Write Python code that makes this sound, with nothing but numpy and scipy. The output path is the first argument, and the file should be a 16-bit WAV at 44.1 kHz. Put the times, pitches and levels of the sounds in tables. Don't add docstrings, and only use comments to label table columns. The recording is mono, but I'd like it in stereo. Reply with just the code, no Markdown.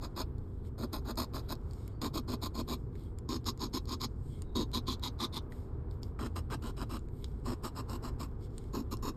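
import sys
import numpy as np
from scipy import signal
from scipy.fft import rfft, irfft, next_fast_len
from scipy.io import wavfile

SR = 44100
rng = np.random.default_rng(int(sys.argv[2]) if len(sys.argv) > 2 else 0)


def persist_wave(psi):
    counts = np.round(np.clip(psi, -1, 1) * 32767).astype(np.int16)
    wavfile.write(sys.argv[1], SR, np.atleast_2d(counts).T)


N = 403956
TIME = np.arange(N) / SR


def from_db(db):
    return 10 ** (np.asarray(db) / 20)


def rms_one(x):
    return x / np.sqrt(np.mean(x ** 2) + 1e-20)


def at_hz(points, hz, axis=1):
    table = np.array(points, float)
    return np.interp(np.log(np.maximum(hz, 1)), np.log(table[:, 0]), table[:, axis])


def gain_curve(rows):
    return from_db(np.interp(TIME, *np.transpose(rows)))


def drift(rate_hz, size):
    position = np.arange(size) * rate_hz / SR
    return np.interp(position, np.arange(size), rng.standard_normal(size))


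def resonate(x, hz, width_hz):
    r = np.exp(-np.pi * width_hz / SR)
    numerator = [(1 - r * r) / 2, 0, (r * r - 1) / 2]
    denominator = [1, -(1 + r * r) * np.cos(2 * np.pi * hz / SR), r * r]
    section = numerator + denominator
    return signal.sosfilt([section, section], x + 1e-18)


def coloured(x, spectrum):
    hz = np.fft.rfftfreq(x.shape[-1], 1 / SR)
    upper_end = 1 / (1 + (hz / spectrum[-1][0]) ** 8)
    lower_end = 1 / (1 + (spectrum[0][0] / (hz + 1)) ** 4)
    gain = from_db(at_hz(spectrum, hz)) * upper_end * lower_end
    return rms_one(irfft(rfft(x) * gain, x.shape[-1]))


def wide_noise(spectrum, side_db):
    mid, side = coloured(rng.standard_normal((2, next_fast_len(N))), spectrum)[:, :N]
    return rms_one(mid + from_db(side_db) * side * [[1], [-1]])


def add(out, start_s, sound):
    at = round(start_s * SR)
    first, last = max(at, 0), min(at + sound.shape[1], N)
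    out[:, first:last] += sound[:, first - at:last - at]


LEFT, RIGHT, NEXT_ROW = 0, 1, 2
# (frequency [Hz], LEFT part [dB], RIGHT part [dB], NEXT_ROW part [dB])
DIRECTION = [(102, -16, -16, -4), (298, -1.5, -0.5, -2), (585, -8.5, -7, -6), (900, 0.5, -1, 5),
             (1210, -5.5, -5.5, -1), (1700, 0, -1.0, 2.5), (2100, 5, 10, 0), (2530, -2, -1, -5),
             (3250, -2, -3.5, -6.5), (3860, 1.5, 4, 11), (4400, -3.5, 3, 6), (4800, 3.5, 14, -8),
             (5530, -5.5, -13, -2), (5900, 1, 1, 1.5)]
# (frequency [Hz], lead [rad])
LEAD = [(100, -.1), (550, -.7), (1400, -.4), (1850, .1), (2700, 2.8), (4200, 1.0), (5200, 1.7),
        (5700, 3.05), (6250, 3.25), (7300, 6.1), (8700, 6.45), (9750, 9.3), (10750, 9.55), (11600, 12.4),
        (13200, 12.75), (14400, 15.6)]


def from_ticket(x, part):
    size = next_fast_len(len(x) + 256)
    hz = np.fft.rfftfreq(size, 1 / SR)
    ratio = from_db(at_hz(DIRECTION, hz, axis=part + 1))
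    half_lead = np.exp(.5j * np.interp(hz, *np.transpose(LEAD)))
    channels = np.array([ratio * half_lead, 1 / half_lead]) * np.sqrt(2 / (1 + ratio ** 2))
    return irfft(rfft(x, size) * channels, size)[:, :len(x)]


# (frequency [Hz], relative level [dB])
RUMBLE = [(12, -12.5), (24, -0.5), (31, -20.5), (45, -10.5), (62, -5), (102, -6), (118, -3.5), (150, -12.5),
          (190, -18.5), (245, -15), (290, -20), (400, -18), (500, -24.5), (620, -44.5)]
# (frequency [Hz], width [Hz], level [dB rms])
BOOM = [(48.4, 30.4, -45.5), (82.3, 19.5, -48.5)]
# (time [s], level [dB])
WASH = [(0.0, -59.5), (0.59, -64.5), (1.4, -60), (3.1, -64), (4.44, -63.5), (5.1, -58), (6.3, -61.5),
        (7.2, -64), (8.07, -56.5), (8.45, -62.5), (9.16, -60.5)]
# (frequency [Hz], relative level [dB])
WASH_COLOUR = [(400, 11), (550, 3), (700, 1.5), (1000, 1), (1400, -5.5), (1900, -17), (2700, -26.5),
               (6000, -40)]


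def background(rumble_db=-42.5, wash_db=3.5):
    rumble = from_db(rumble_db) * wide_noise(RUMBLE, side_db=-21.5)
    boom = 0
    for hz, width_hz, db in BOOM:
        settled = resonate(rng.standard_normal(N + SR), hz, width_hz)[SR:]
        boom = boom + from_db(db) * rms_one(settled)
    wash = from_db(wash_db) * gain_curve(WASH) * wide_noise(WASH_COLOUR, side_db=2.0)
    return rumble + boom + wash


def flakes(size, rate_per_s, spread_db, smooth_share):
    breaks = rng.random(size) < rate_per_s / SR
    sizes = from_db(spread_db * np.minimum(rng.exponential(1, size), 4))
    share = np.clip(smooth_share, 0, 1)
    return np.sqrt(share + (1 - share) * rms_one(breaks * sizes) ** 2)


def crumbs(rate_per_s=14, catch_db=13.5, decay_s=0.00074):
    catches = (rng.random(N) < rate_per_s / SR) * rng.random(N)
    jumps = signal.lfilter([1], [1, -np.exp(-1 / (decay_s * SR))], catches + 1e-18)
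    return 1 + from_db(catch_db) * jumps


# (time of fastest motion [s], speeding up [s], slowing down [s], level [dB])
HAND_SLIDES = [(0.5, 0.2, 0.24, -73.5), (0.67, 0.029, 0.024, -61), (1.45, 0.055, 0.049, -68),
               (1.8, 0.17, 0.13, -61.5), (3.01, 0.067, 0.088, -61.5), (4.33, 0.13, 0.12, -61.5),
               (5.53, 0.025, 0.15, -60.5), (5.92, 0.021, 0.054, -65.5), (6.04, 0.02, 0.068, -61.5),
               (7.2, 0.087, 0.17, -62.5), (7.38, 0.049, 0.2, -72), (8.45, 0.048, 0.025, -59.5),
               (8.61, 0.1, 0.14, -63.5)]


def brushing(resting_db=-78, slide_edge_db=-11, drag_db=-71.5, drag_lag_s=0.022, drag_width_s=0.051):
    t = TIME[::100]
    power = from_db(2 * resting_db)
    for fastest_s, speeding_s, slowing_s, db in HAND_SLIDES:
        away = (t - fastest_s) / np.where(t < fastest_s, speeding_s, slowing_s)
        power = power + from_db(db + slide_edge_db * away ** 2) ** 2
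    for _, end_s, *_ in STROKES:
        away = (t - end_s - drag_lag_s) / drag_width_s
        power = power + from_db(2 * drag_db) * np.exp(-away ** 2)
    return np.interp(TIME, t, np.sqrt(power))


# (frequency [Hz], width [Hz], relative level [dB])
SLIDE_MODES = [(2190, 170, 1.5), (3260, 1540, 0.5), (4680, 1600, -8.5), (5780, 1900, -0.5),
               (8300, 2100, -7), (10040, 1700, -4.5), (12540, 5200, -10.5)]


def sliding(slide_db=-4.5, drift_db=-2.5, drift_rate_hz=8):
    grain = flakes(N, rate_per_s=3000, spread_db=2.2, smooth_share=.8) * crumbs()
    brush = 0
    for hz, width_hz, db in SLIDE_MODES:
        level = from_db(db + drift_db * drift(drift_rate_hz, N))
        brush = brush + level * resonate(grain * rng.standard_normal(N), hz, width_hz)
    return from_ticket(from_db(slide_db) * brushing() * rms_one(brush), LEFT)


def hollow(x, echo_db=-8.0, t60_s=0.024):
    t = np.arange(SR // 40) / SR
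    echoes = rng.standard_normal(len(t)) * from_db(-60 * t / t60_s)
    highpass = signal.butter(2, 900, "high", fs=SR, output="sos")
    echoes = signal.sosfilt(highpass, echoes / np.linalg.norm(echoes))
    mixed = x + from_db(echo_db) * signal.fftconvolve(x, echoes)[:len(x)]
    return mixed / np.sqrt(1 + from_db(2 * echo_db))


# (frequency [Hz], width [Hz], relative level [dB])
SUPPORT = [(245, 71.5, 4), (336, 144, -2)]


def stroke(row, direction, modes, top_db, tuning, edge_db=-15, lifted_db=-31, touch_db=-28,
           judder_db=1.5, judder_rate_hz=330, lurch_db=0.65, lurch_rate_hz=70):
    start_s, end_s, rise_s, level_db, swell_db, thump_db = row
    fall_s, knock_db, lean_top_db, lean_tuning = direction
    t = start_s + np.arange(-SR // 200, SR // 6) / SR
    corners_s = [start_s, end_s - fall_s, end_s, end_s + fall_s, end_s + 3 * fall_s]
    corners_s = np.maximum.accumulate(corners_s)
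    force_db = np.interp(t, corners_s, [-swell_db / 2, swell_db / 2, edge_db, lifted_db, -70])
    bite = np.clip((t - start_s) / rise_s, from_db(touch_db), 1)
    force = from_db(level_db + force_db) * bite
    judder = judder_db * drift(judder_rate_hz, len(t))
    lurch = lurch_db * drift(lurch_rate_hz, len(t))
    grain = flakes(len(t), rate_per_s=3000, spread_db=3.5, smooth_share=0.23)
    contact = force * from_db(judder + lurch) * grain
    angle = [(380, thump_db), (800, knock_db), (1400, knock_db),
             (2400, 0.019), (6500, 0.022), (12000, top_db + lean_top_db)]
    sound = 0
    for hz, width_hz, mode_db in list(SUPPORT) + list(modes):
        push = hollow(contact * rng.standard_normal(len(t)))
        tuned_hz = hz * tuning * lean_tuning if hz > 2000 else hz
        power = np.mean(force ** 2) * np.pi * width_hz / (2 * SR)
        gain = from_db(mode_db + at_hz(angle, hz)) * np.sqrt(power)
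        sound = sound + gain * rms_one(resonate(push, tuned_hz, width_hz))
    return t[0], sound


# (start [s], end [s], time to bite [s], level [dB], swell over the stroke [dB], support thump [dB])
STROKES = [(.007, .07, 0.024, -26.5, -2, -1), (0.159, 0.232, 0.0094, -20.5, 3.5, -3),
           (0.777, 0.86, 0.0042, -30, 8, 10), (.926, 0.995, 0.0047, -24, -11, -0.5),
           (1.041, 1.128, 0.015, -30.5, 18, 5), (1.17, 1.247, .007, -18.5, -9, -1.5),
           (1.333, 1.408, .011, -25.5, -7, 0.5), (1.482, 1.542, 0.011, -23, 6, -1.5),
           (2.013, 2.085, .002, -24, -0.5, 7), (2.134, 2.198, 0.013, -22.5, -1, 5),
           (2.272, 2.356, .012, -29, 11.5, 9), (2.412, 2.478, 0.018, -23, 0, 0),
           (2.536, 2.623, .016, -29.5, 12.5, 8), (2.671, 2.756, 0.025, -24.5, 1, 5),
           (3.288, 3.377, 0.0026, -29, 3.5, 11), (3.454, 3.509, 0.013, -21.5, -0.5, 3),
           (3.589, 3.672, 0.031, -27, -1.5, 9), (3.727, 3.789, .017, -25, 0.5, 7.5),
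           (3.867, 3.955, 0.026, -29, 5.5, 6), (3.997, 4.063, 0.018, -26.5, 11, 3),
           (4.55, 4.641, 0.006, -25, -1, 12.5), (4.73, 4.792, 0.01, -21.5, -3, 5),
           (4.863, 4.948, 0.018, -24.5, 4, 4.5), (5.02, 5.091, 0.022, -23, -4, -1.5),
           (5.186, 5.265, 0.027, -21.5, 0, 2), (5.321, 5.392, .024, -27, 7, -1),
           (6.187, 6.28, 0.0083, -24.5, 3.5, 3), (6.354, 6.401, 0.0082, -20, -4, -5.5),
           (6.5, 6.559, 0.0018, -21, 10.5, -3), (6.617, 6.711, 0.011, -25.5, 3, 0.5),
           (6.763, 6.846, 0.0074, -25.5, 10.5, 0), (6.89, 6.983, 0.009, -24.5, 5.5, 0.5),
           (7.442, 7.55, 0.033, -24, -5, 5.5), (7.629, 7.69, 0.024, -18.5, -14.5, -1),
           (7.747, 7.818, 0.017, -24.5, 3.5, -0.5), (7.877, 7.974, 0.03, -25.5, -2, 2),
           (8.021, 8.101, 0.032, -24.5, -8.5, 1.5), (8.189, 8.262, 0.033, -22.5, -15.5, -1),
           (8.728, 8.822, 0.025, -25, -8.5, 9.5), (8.909, 8.951, .007, -22.5, 2.5, 1.5),
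           (9.022, 9.109, 0.0057, -23, 5.5, 3.5)]
# (time to lift [s], card knock [dB], top [dB], tuning ratio above 2 kHz [1])
PUSH = (0.014, 0.3, -1.1, 1)
PULL = (0.012, -1.15, 0.8, 1.006)
# (frequency [Hz], width [Hz], relative level [dB])
SPOT_A = [(615, 115, -3.5), (1018, 450, -4), (2520, 450, -16), (4050, 1480, -11.5), (4890, 440, -10),
          (6280, 810, -13), (9650, 1700, -16.5), (12700, 2500, -18.5)]
SPOT_B = [(606, 260, -8), (1038, 315, -1), (2450, 350, -13), (4140, 2400, -8.5), (5000, 320, -11.5),
          (6450, 730, -11.5), (9960, 2000, -18), (12900, 3000, -22.5)]
SPOT_C = [(630, 340, -61), (1023, 305, 1.5), (2500, 810, -13), (3910, 1550, -4.5), (5070, 970, -1.5),
          (6290, 650, -3), (10100, 1940, -14), (12460, 1000, -17)]
SPOT_D = [(1010, 264, 0), (2440, 930, -15.5), (3670, 980, -0.5), (4700, 1360, -10.5), (6020, 790, -4.5),
          (9530, 1600, -14.5), (11840, 2600, -20.5)]
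SPOT_E = [(614, 300, -12), (1086, 440, -6), (2810, 770, -13.5), (3910, 370, -17.5), (5480, 1700, -16.5),
          (6470, 560, -49), (8160, 910, -22), (10330, 2000, -22.5), (13300, 4000, -28)]
SPOT_F = [(597, 310, -12), (1065, 400, -3.5), (2780, 650, -14), (4040, 810, -18.5), (5300, 1240, -13),
          (6700, 600, -23), (7820, 1400, -20.5), (10300, 980, -22), (11200, 770, -24), (13600, 4700, -27)]
SPOT_G = [(1045, 280, -1.5), (2750, 520, -13.5), (4140, 840, -14), (5620, 980, -9), (6620, 880, -13),
          (9800, 500, -21), (10850, 1000, -18), (12600, 5600, -24)]
# (from [s], resonances, part of the ticket, top [dB],
# tuning ratio at first [1], its fall as the coin moves on [1/s])
RUNS = [(0, SPOT_A, LEFT, -7, 1.024, 0.01), (0.75, SPOT_A, LEFT, -3, 1.015, 0.002),
        (2.0, SPOT_B, LEFT, 1, 1.01, 0.0024), (3.25, SPOT_C, LEFT, -1.5, 1.029, 0.023),
        (4.5, SPOT_D, RIGHT, -3, 1.053, 0.067), (6.15, SPOT_E, NEXT_ROW, -4.5, 1.023, 0.023),
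        (7.4, SPOT_F, NEXT_ROW, -2, 1.002, 0.0093), (8.7, SPOT_G, NEXT_ROW, -1.5, 0.991, 0.013)]


def scratching():
    out = np.zeros((2, N))
    for k, row in enumerate(STROKES):
        run = [run for run in RUNS if run[0] <= row[1]][-1]
        since_s, modes, part, top_db, tuning, fall_per_s = run
        tuning_now = tuning - fall_per_s * (row[0] - since_s)
        start_s, sound = stroke(row, PULL if k % 2 else PUSH, modes, top_db, tuning_now)
        add(out, start_s, from_ticket(sound, part))
    return out


def reflections(x, wet_db=-11.5, t60_s=0.063, first_s=0.0041, dull_hz=5000):
    t = np.arange(SR // 6) / SR
    tail = rng.standard_normal((2, len(t))) * from_db(-60 * t / t60_s) * (t > first_s)
    tail /= np.sqrt(np.sum(tail ** 2, axis=1, keepdims=True))
    lowpass = signal.butter(2, min(dull_hz, SR / 3), fs=SR, output="sos")
    tail = signal.sosfilt(lowpass, tail)
    return from_db(wet_db) * signal.fftconvolve(x, tail, axes=1)[:, :N]


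# (time [s], relative level [dB], ring [Hz])
TICKS = [(0.3833, -51.5, 3960), (0.6514, -56, 1860), (0.932, -34, 4360), (1.1574, -43, 7030),
         (1.174, -42, 4810), (1.246, -38, 4890), (1.554, -41, 4790), (1.711, -43.5, 5300),
         (1.735, -43, 5670), (1.879, -39.5, 11200), (2.955, -47, 2190), (3.1873, -36.5, 8500),
         (3.29, -46, 4970), (3.4443, -46, 5090), (3.5765, -43, 4970), (3.8563, -40, 5000),
         (4.4214, -35.5, 9700), (4.717, -41, 3870), (4.997, -45, 3860), (5.5228, -43, 3670),
         (5.9123, -49, 3700), (6.0325, -34, 4700), (6.993, -45, 6990), (7.087, -51, 2100),
         (7.2441, -31, 4400), (8.582, -37, 8300), (8.6413, -48, 2090), (8.971, -36.5, 5300)]
# (frequency [Hz], relative level [dB])
TICK_COLOUR = [(500, -2), (1100, -29), (2000, -1), (3200, 4.5), (5200, 6.5), (7000, 6.5), (10000, -5),
               (13000, -4), (16000, -29)]


def ticks(crack_db=-6.5, ring_db=-3.0, ring_width_hz=2000, decay_s=0.0012,
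          knock_db=-18.5, knock_hz=1100, knock_width_hz=450, early_s=0.000786):
    out, t = np.zeros((2, N)), np.arange(SR // 20) / SR
    knock = resonate(t == 0, knock_hz, knock_width_hz)
    knock = from_db(knock_db) * knock / np.abs(knock).max()
    for time_s, level_db, hz in TICKS:
        crack = from_db(crack_db) * coloured(rng.standard_normal(len(t)), TICK_COLOUR)
        ring = from_db(ring_db) * rms_one(resonate(rng.standard_normal(len(t)), hz, ring_width_hz))
        sound = (crack + ring) * np.exp(-t / decay_s) + knock
        add(out, time_s - early_s, from_db(level_db) * from_ticket(sound, LEFT))
    return out


# (start [s], length [s], frequency [Hz], relative level [dB])
SQUEAKS = [(1.832, 0.24, 4570, -79), (2.996, 0.13, 3280, -71), (4.275, 0.13, 3260, -65),
           (4.4, 0.24, 3800, -74)]


def squeaks(width_hz=260):
    out = np.zeros((2, N))
    for start_s, length_s, hz, db in SQUEAKS:
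        size = int(length_s * SR)
        tone = rms_one(resonate(rng.standard_normal(size), hz, width_hz)) * np.hanning(size)
        add(out, start_s, from_ticket(from_db(db) * tone, LEFT))
    return out


# (start [s], frequency [Hz], width [Hz], relative level [dB])
DULL_KNOCKS = [(5.521, 1860, 910, -41.5), (5.884, 750, 400, -47), (6.191, 1190, 595, -35)]


def dull_knocks(decay_s=0.0024):
    out, t = np.zeros((2, N)), np.arange(SR // 10) / SR
    for start_s, hz, width_hz, db in DULL_KNOCKS:
        knock = rms_one(resonate(rng.standard_normal(len(t)), hz, width_hz)) * np.exp(-t / decay_s)
        add(out, start_s, from_ticket(from_db(db) * knock, RIGHT))
    return out


def scene():
    ticket = sliding() + scratching() + ticks() + squeaks() + dull_knocks()
    return background() + ticket + reflections(ticket)


def record(dry, cutoff_hz=15900):
    lowpass = signal.ellip(10, .1, 80, cutoff_hz, fs=SR, output="sos")
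    return signal.sosfilt(lowpass, dry)


dry = scene()
out = record(dry)
persist_wave(out)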